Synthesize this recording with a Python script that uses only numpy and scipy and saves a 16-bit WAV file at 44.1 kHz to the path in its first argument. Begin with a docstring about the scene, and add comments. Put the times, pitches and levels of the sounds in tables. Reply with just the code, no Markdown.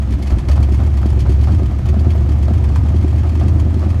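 """A deep, loping exhaust boom: a big eight-cylinder engine idles on a gravel drive by a shed, hood open.
Uneven firings ring the pipe and burble and pop in the muffler; the engine nearly stumbles twice,
coughing low, and slowly picks up. On top, gas hisses in time with the cylinders and spits against
ringing sheet metal, and bursts of clatter come and go. Behind it all lies the soft rush of the fan."""
import sys
import numpy as np
from scipy import signal
from scipy.io import wavfile
from scipy.ndimage import uniform_filter1d

SR = 44100
rng = np.random.default_rng(int(sys.argv[2]) if len(sys.argv) > 2 else 0)


def materialize(psi):
    """Save the field psi as 16-bit PCM at rate SR to the path in sys.argv[1].

    A 1-D psi becomes a single channel; in a 2-D psi each row is a channel.
    """
    bounded = np.clip(np.atleast_2d(psi).T, -1, 1)
    quanta = np.round(bounded * 32767).astype(np.int16)
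    wavfile.write(sys.argv[1], SR, quanta)


N = 176400
T = np.arange(N) / SR


def amp(db):
    """Decibels to gain."""
    return 10 ** (np.asarray(db) / 20)


def unit_rms(x):
    """Scales to rms 1."""
    return x / np.sqrt(np.mean(x ** 2) + 1e-20)


def curve(table):
    """Straight ramps between breakpoints in time."""
    return np.interp(T, *np.transpose(table))


def colour(x, spectrum, size=8192):
    """Minimum-phase EQ of unit energy: its peaks ring after each hit."""
    hz, db = np.transpose(spectrum)
    bin_hz = abs(np.fft.fftfreq(size, 1 / SR))
    log_gain = np.log(amp(np.interp(np.log(bin_hz + 1), np.log(hz + 1), db)))
    response = np.exp(np.conj(signal.hilbert(log_gain)))
    ring = np.fft.ifft(response).real[:size // 2] * np.hanning(size)[size // 2:]
    return signal.oaconvolve(x, ring / np.linalg.norm(ring))[:N]


def clicks(times, sizes):
    """One impulse at each time."""
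    at = np.round(np.asarray(times) * SR).astype(int)
    inside = (at >= 0) & (at < N)
    return np.bincount(at[inside], sizes[inside], N)


def puffs(times, sizes, rise_s, decay_s):
    """Envelope of puffs that rise fast, die away and add in power."""
    t = T[:N // 16]
    shape = (1 - np.exp(-t / rise_s)) * np.exp(-t / decay_s)
    power = signal.oaconvolve(clicks(times, sizes ** 2), (shape / shape.max()) ** 2)[:N]
    return np.sqrt(abs(power))


def turbulence(grain_db):
    """Grainy noise that comes in small lumps."""
    lumps = unit_rms(uniform_filter1d(rng.standard_normal(N), 70))
    return unit_rms(rng.standard_normal(N) * amp(grain_db * lumps))


def scatter(db, spread_db):
    """A gain for each firing, at random around its level."""
    return amp(db) * amp(spread_db * np.clip(rng.standard_normal(len(db)), -2, 2))


# Dark, airy tone of the fan bed: f/Hz, level/dB
FAN_EQ = [(10, -15), (30, -8), (55, -5), (100, 1.5), (160, -3), (330, -10.5), (450, -21.5), (800, -30.5),
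          (1600, -24.5), (3200, -33), (6500, -39.5), (11000, -53.5), (15000, -67)]

def fan_wash():
    """Steady rush of the fan and the open air."""
    return amp(-33) * unit_rms(colour(rng.standard_normal(N), FAN_EQ))


# Sheet-metal resonances under the open hood: f/Hz, sharpness/Q, level/dB
METAL_MODES = [(1840, 38, 4), (3220, 92, 2.5), (3590, 70, -17), (4540, 25, 3), (5030, 80, -2)]

def engine_bay(x, t60_s=0.08):
    """Sheet metal rings along, and the hood, ground and wall add a short tail."""
    ring = sum(amp(db) * signal.lfilter(*signal.iirpeak(hz, q, fs=SR), x) for hz, q, db in METAL_MODES)
    t = T[:N // 32]
    echoes = rng.standard_normal(len(t)) * amp(-60 * t / t60_s)
    tail = signal.oaconvolve(x, echoes / np.linalg.norm(echoes))[:N]
    return x + ring + amp(-2.5) * tail


# Cues for the spits of gas: t/s, level/dB
SPIT_CUES = [(0.1064, -34), (0.1216, -31.5), (0.2244, -28), (0.2701, -29.5), (0.303, -30.5), (0.385, -31),
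             (0.4848, -24.5), (0.5133, -26), (0.557, -33), (0.628, -31), (0.7186, -30.5), (0.747, -32.5),
             (0.9718, -32), (1.0577, -33), (1.0869, -38), (1.1907, -33), (1.2032, -28.5), (1.293, -29),
             (1.324, -33), (1.411, -32), (1.4345, -33), (1.52, -34), (1.5444, -47), (1.8567, -32.5),
             (1.8863, -31), (1.9915, -33), (2.1044, -30.5), (2.289, -32.5), (2.428, -33), (2.7474, -36.5),
             (2.963, -36), (3.481, -34), (3.5862, -44), (3.8915, -36.5)]
# Their bright bite: f/Hz, level/dB
SPIT_EQ = [(400, -26), (1500, -1), (2900, 6.5), (3270, 6), (3800, 0), (4400, -1.5), (4620, 2.5),
           (4800, -3.5), (6000, -2), (8000, -7.5), (11000, -11), (13500, -18), (15000, -23)]

def spits():
    """Short, hard spits of gas with a slightly metallic edge."""
    onsets, db = np.transpose(SPIT_CUES)
    envelope = puffs(onsets, amp(db - 9.5), rise_s=0.00036, decay_s=0.011)
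    return colour(envelope * turbulence(grain_db=-1.0), SPIT_EQ)


GAS_LEAD_S = 0.0035  # the gas rush leads each boom
# Fader ride of the hiss: t/s, level/dB
HISS_RIDE = [(0, -48.5), (.3, -44.5), (1.3, -44.5), (1.6, -42), (1.8, -49.5), (1.9, -48), (2.4, -44.5),
             (3.5, -44.5), (4, -47.5)]
# Its breathy tone: f/Hz, level/dB
HISS_EQ = [(300, -7.5), (1000, 11.5), (1800, 2), (3200, 3.5), (3800, -3.5), (4600, -6), (5500, -5),
           (8000, -8.5), (11000, -13.5), (13500, -20), (15000, -35)]

def hiss(times, cylinder_db, jitter_s=0.0055, crackles_per_s=640):
    """Crackling gas hisses out with each firing, harder from some cylinders."""
    onsets = times - GAS_LEAD_S + jitter_s * rng.standard_normal(len(times))
    gate = unit_rms(puffs(onsets, scatter(cylinder_db, 2.8), rise_s=0.0055, decay_s=0.0063))
    crackle = rng.standard_normal(N) * (rng.random(N) < crackles_per_s / SR)
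    gas = turbulence(grain_db=-4.0) + amp(-10) * unit_rms(crackle)
    return colour(amp(curve(HISS_RIDE) - 3.5) * gate * gas, HISS_EQ)


# Boxy tone of the running chuff: f/Hz, level/dB
CHUFF_EQ = [(200, -22), (440, -4.5), (510, 7), (580, 0), (670, 6), (830, 0), (1030, -6), (1120, -5),
            (1250, -2), (1500, -18), (2500, -19.5), (5000, -36), (15000, -35.5)]
# Cues for the bursts of clatter: t/s, knock level/dB, tail level/dB
CLATTER_CUES = [(0.301, -41, -33), (0.482, -32, -30.5), (0.554, -27.5, -31.5), (0.577, -25.5, -52),
                (0.792, -30, -31), (1.03, -26, -39), (1.248, -38, -33), (1.472, -24.5, -31),
                (1.596, -33, -47), (1.856, -32, -36.5), (1.941, -26, -38), (2.046, -25.5, -36),
                (2.482, -25, -35), (2.701, -30, -43), (2.843, -43, -37), (3.013, -35, -47),
                (3.234, -27.5, -36.5), (3.411, -26, -31.5), (3.817, -26, -32.5)]
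# Their midrange rasp: f/Hz, level/dB
RASP_EQ = [(200, -29), (450, -2), (670, 5), (800, 0), (1000, -7), (1120, -3), (1260, -2.5), (1550, -12.5),
           (2200, -19), (5000, -25.5), (15000, -50)]

def clatter(times, cylinder_db):
    """A coarse chuff with each firing, and now and then a knock with a rasping tail."""
    gate = unit_rms(puffs(times - GAS_LEAD_S, scatter(cylinder_db, 3.2), rise_s=0.00033, decay_s=0.03))
    chuffs = colour(amp(-39.5) * gate * turbulence(grain_db=1.5), CHUFF_EQ)
    onsets, knock_db, tail_db = np.transpose(CLATTER_CUES)
    knocks = puffs(onsets, amp(knock_db), rise_s=0.00042, decay_s=0.0028)
    tails = puffs(onsets, amp(tail_db), rise_s=0.012, decay_s=0.025)
    return chuffs + colour(np.hypot(knocks, tails) * turbulence(grain_db=0.5), RASP_EQ)


# Cues for the coughs: t/s, level/dB
COUGH_CUES = [(.305, -17), (.4, -21), (1.8, -20)]
# Their one hollow bass note: f/Hz, level/dB
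COUGH_EQ = [(40, -13), (95, -33), (122, 3.5), (140, -8), (175, -17.5), (400, -44), (1000, -78),
            (4000, -110)]

def coughs():
    """Low gusts from the pipe as the engine stumbles."""
    onsets, db = np.transpose(COUGH_CUES)
    gusts = puffs(onsets, amp(db), rise_s=0.012, decay_s=0.07)
    return colour(gusts * rng.standard_normal(N), COUGH_EQ)


# Fader ride of the burble: t/s, level/dB
BURBLE_RIDE = [(0, -28), (.5, -27), (1, -28), (1.55, -22.5), (1.7, -28.5), (1.8, -32.5), (1.9, -25),
               (2.7, -25.5), (3.25, -25.5), (3.5, -22), (4, -27.5)]
# Cues for the hard pops: t/s, level/dB
POP_CUES = [(0.481, -16), (0.595, -12), (0.716, -10.5), (0.826, -9.5), (1.053, -7), (1.29, -11),
            (1.528, -11), (1.615, -9), (1.962, -5.5), (2.063, -7), (2.283, -11), (2.503, -5), (2.718, -14),
            (2.937, -15), (3.041, -5), (3.249, -13.5), (3.456, -11), (3.555, -15), (3.659, -11),
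            (3.761, -10.5), (3.861, -6.5)]
# Throaty body of the muffler: f/Hz, level/dB
MUFFLER_EQ = [(60, -34), (150, -5), (185, 0.5), (218, 5), (240, -7.5), (265, 0.5), (300, 0), (335, -5),
              (370, -2.5), (410, -18), (470, -22), (700, -23.5), (2000, -90.5), (6000, -80), (16000, -110)]

def muffler_burble(times, cylinder_db, lead_s=0.00214, jitter_s=0.00049, pop_lag_s=0.00432):
    """Sharp pulses and gurgling gas ring the muffler; some firings pop hard."""
    sizes = scatter(cylinder_db, 3)
    onsets = times - lead_s + jitter_s * rng.standard_normal(len(times))
    gurgle = puffs(onsets, sizes, rise_s=0.0024, decay_s=0.012) * rng.standard_normal(N)
    drive = unit_rms(unit_rms(clicks(onsets, sizes)) + amp(2) * unit_rms(gurgle))
    pop_times, pop_db = np.transpose(POP_CUES)
    pops = clicks(pop_times + pop_lag_s, amp(pop_db + 15.5))
    return colour(amp(curve(BURBLE_RIDE) - 1) * drive + pops, MUFFLER_EQ)


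# Wavering tempo of the idle: t/s, firing rate/Hz
FIRING_RATE = [(0.04, 67.3), (0.16, 63.07), (0.29, 68.17), (0.41, 54.74), (0.54, 71.51), (0.65, 69.96),
               (0.77, 67.75), (0.88, 74.87), (1.0, 66.51), (1.11, 71.96), (1.23, 63.75), (1.35, 69.82),
               (1.46, 70.87), (1.57, 82.07), (1.68, 60.71), (1.8, 71.39), (1.91, 73.0), (2.02, 76.44),
               (2.12, 78.94), (2.23, 69.4), (2.34, 74.46), (2.45, 70.89), (2.56, 80.17), (2.66, 68.83),
               (2.78, 72.27), (2.89, 73.25), (2.99, 79.4), (3.1, 74.73), (3.2, 75.74), (3.31, 79.32),
               (3.41, 76.42), (3.51, 82.74), (3.61, 75.06), (3.71, 79.72), (3.81, 78.83), (3.91, 80.63),
               (4.0, 81.12)]

def crank():
    """Running count of firing intervals as the crankshaft turns."""
    return np.cumsum(curve(FIRING_RATE)) / SR + 1.3


# The groove of the lope, one row per cylinder in firing order:
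# lag/firing intervals, boom/dB, burble/dB, clatter/dB, hiss/dB
CYLINDER_GROOVE = [(0.336, 0.8, 1.5, -1.5, 4.5), (0.543, -0.6, -1, -4.5, 4), (0.533, -4.7, -3.5, -2, 12),
                   (0.503, 3, -4.5, -1, 7.5), (0.492, 5.5, -5, -8.5, -11), (0.287, 2.5, -2, 1, 4),
                   (.37, -16.5, -1.5, 1.5, 6), (0.541, 5, -4, -3, 0)]

def firings(count=320, jitter_intervals=0.037):
    """Cylinders fire in turn, each with its own lag: the times, and four layer accents per firing."""
    order = np.arange(count)
    lag, *accents_db = np.array(CYLINDER_GROOVE)[order % len(CYLINDER_GROOVE)].T
    position = order + lag + jitter_intervals * rng.standard_normal(count)
    times = np.interp(position, crank(), T, left=-1, right=T[-1] + 1)
    return times, *accents_db


# Fader ride of the boom: t/s, level/dB
BOOM_RIDE = [(0.0, -13), (0.02, -17), (0.1, -16.5), (0.15, -10.5), (0.18, -18), (0.3, -15.5), (0.33, -8),
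             (0.43, -19.5), (0.49, -15), (0.51, -8.5), (0.58, -12), (1.16, -13), (1.48, -10.5),
             (1.79, -16.5), (1.82, -24), (1.9, -11), (1.98, -14.5), (2.0, -12.5), (3.65, -13.5),
             (4.0, -15.5)]
# Bass weight of the exhaust pipe: f/Hz, level/dB
PIPE_EQ = [(8, -68.5), (25, -48.5), (42, -37.5), (58, -30.5), (74, -34.5), (95, -31.5), (125, -31.5),
           (155, -51.5), (210, -50.5), (300, -66.5), (450, -77), (900, -100), (4000, -135)]

def exhaust_boom(times, cylinder_db):
    """The gas flow throbs at the firing rate, and each firing rings the exhaust pipe."""
    pulses = clicks(times, -scatter(cylinder_db, 3))
    pipe = amp(-2.5) * unit_rms(colour(pulses, PIPE_EQ))
    throb = unit_rms(np.cos(2 * np.pi * (crank() - 0.35)))
    return amp(curve(BOOM_RIDE)) * (pipe + throb)


def scene():
    """One train of firings drives boom, burble, chuff and hiss; cued hits and the fan fill out the mix."""
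    times, boom_db, burble_db, clatter_db, hiss_db = firings()
    exhaust = exhaust_boom(times, boom_db) + muffler_burble(times, burble_db) + coughs()
    rattle = clatter(times, clatter_db)
    gas = engine_bay(hiss(times, hiss_db) + spits())
    return (fan_wash() + gas + rattle + exhaust)[None]


def record(dry, cutoff_hz=15100):
    """A steep high cut takes off the very top."""
    high_cut = signal.firwin(511, cutoff_hz, window=("kaiser", 9), fs=SR)
    return signal.oaconvolve(dry, high_cut[None], "same")


dry = scene()
out = record(dry)
materialize(out)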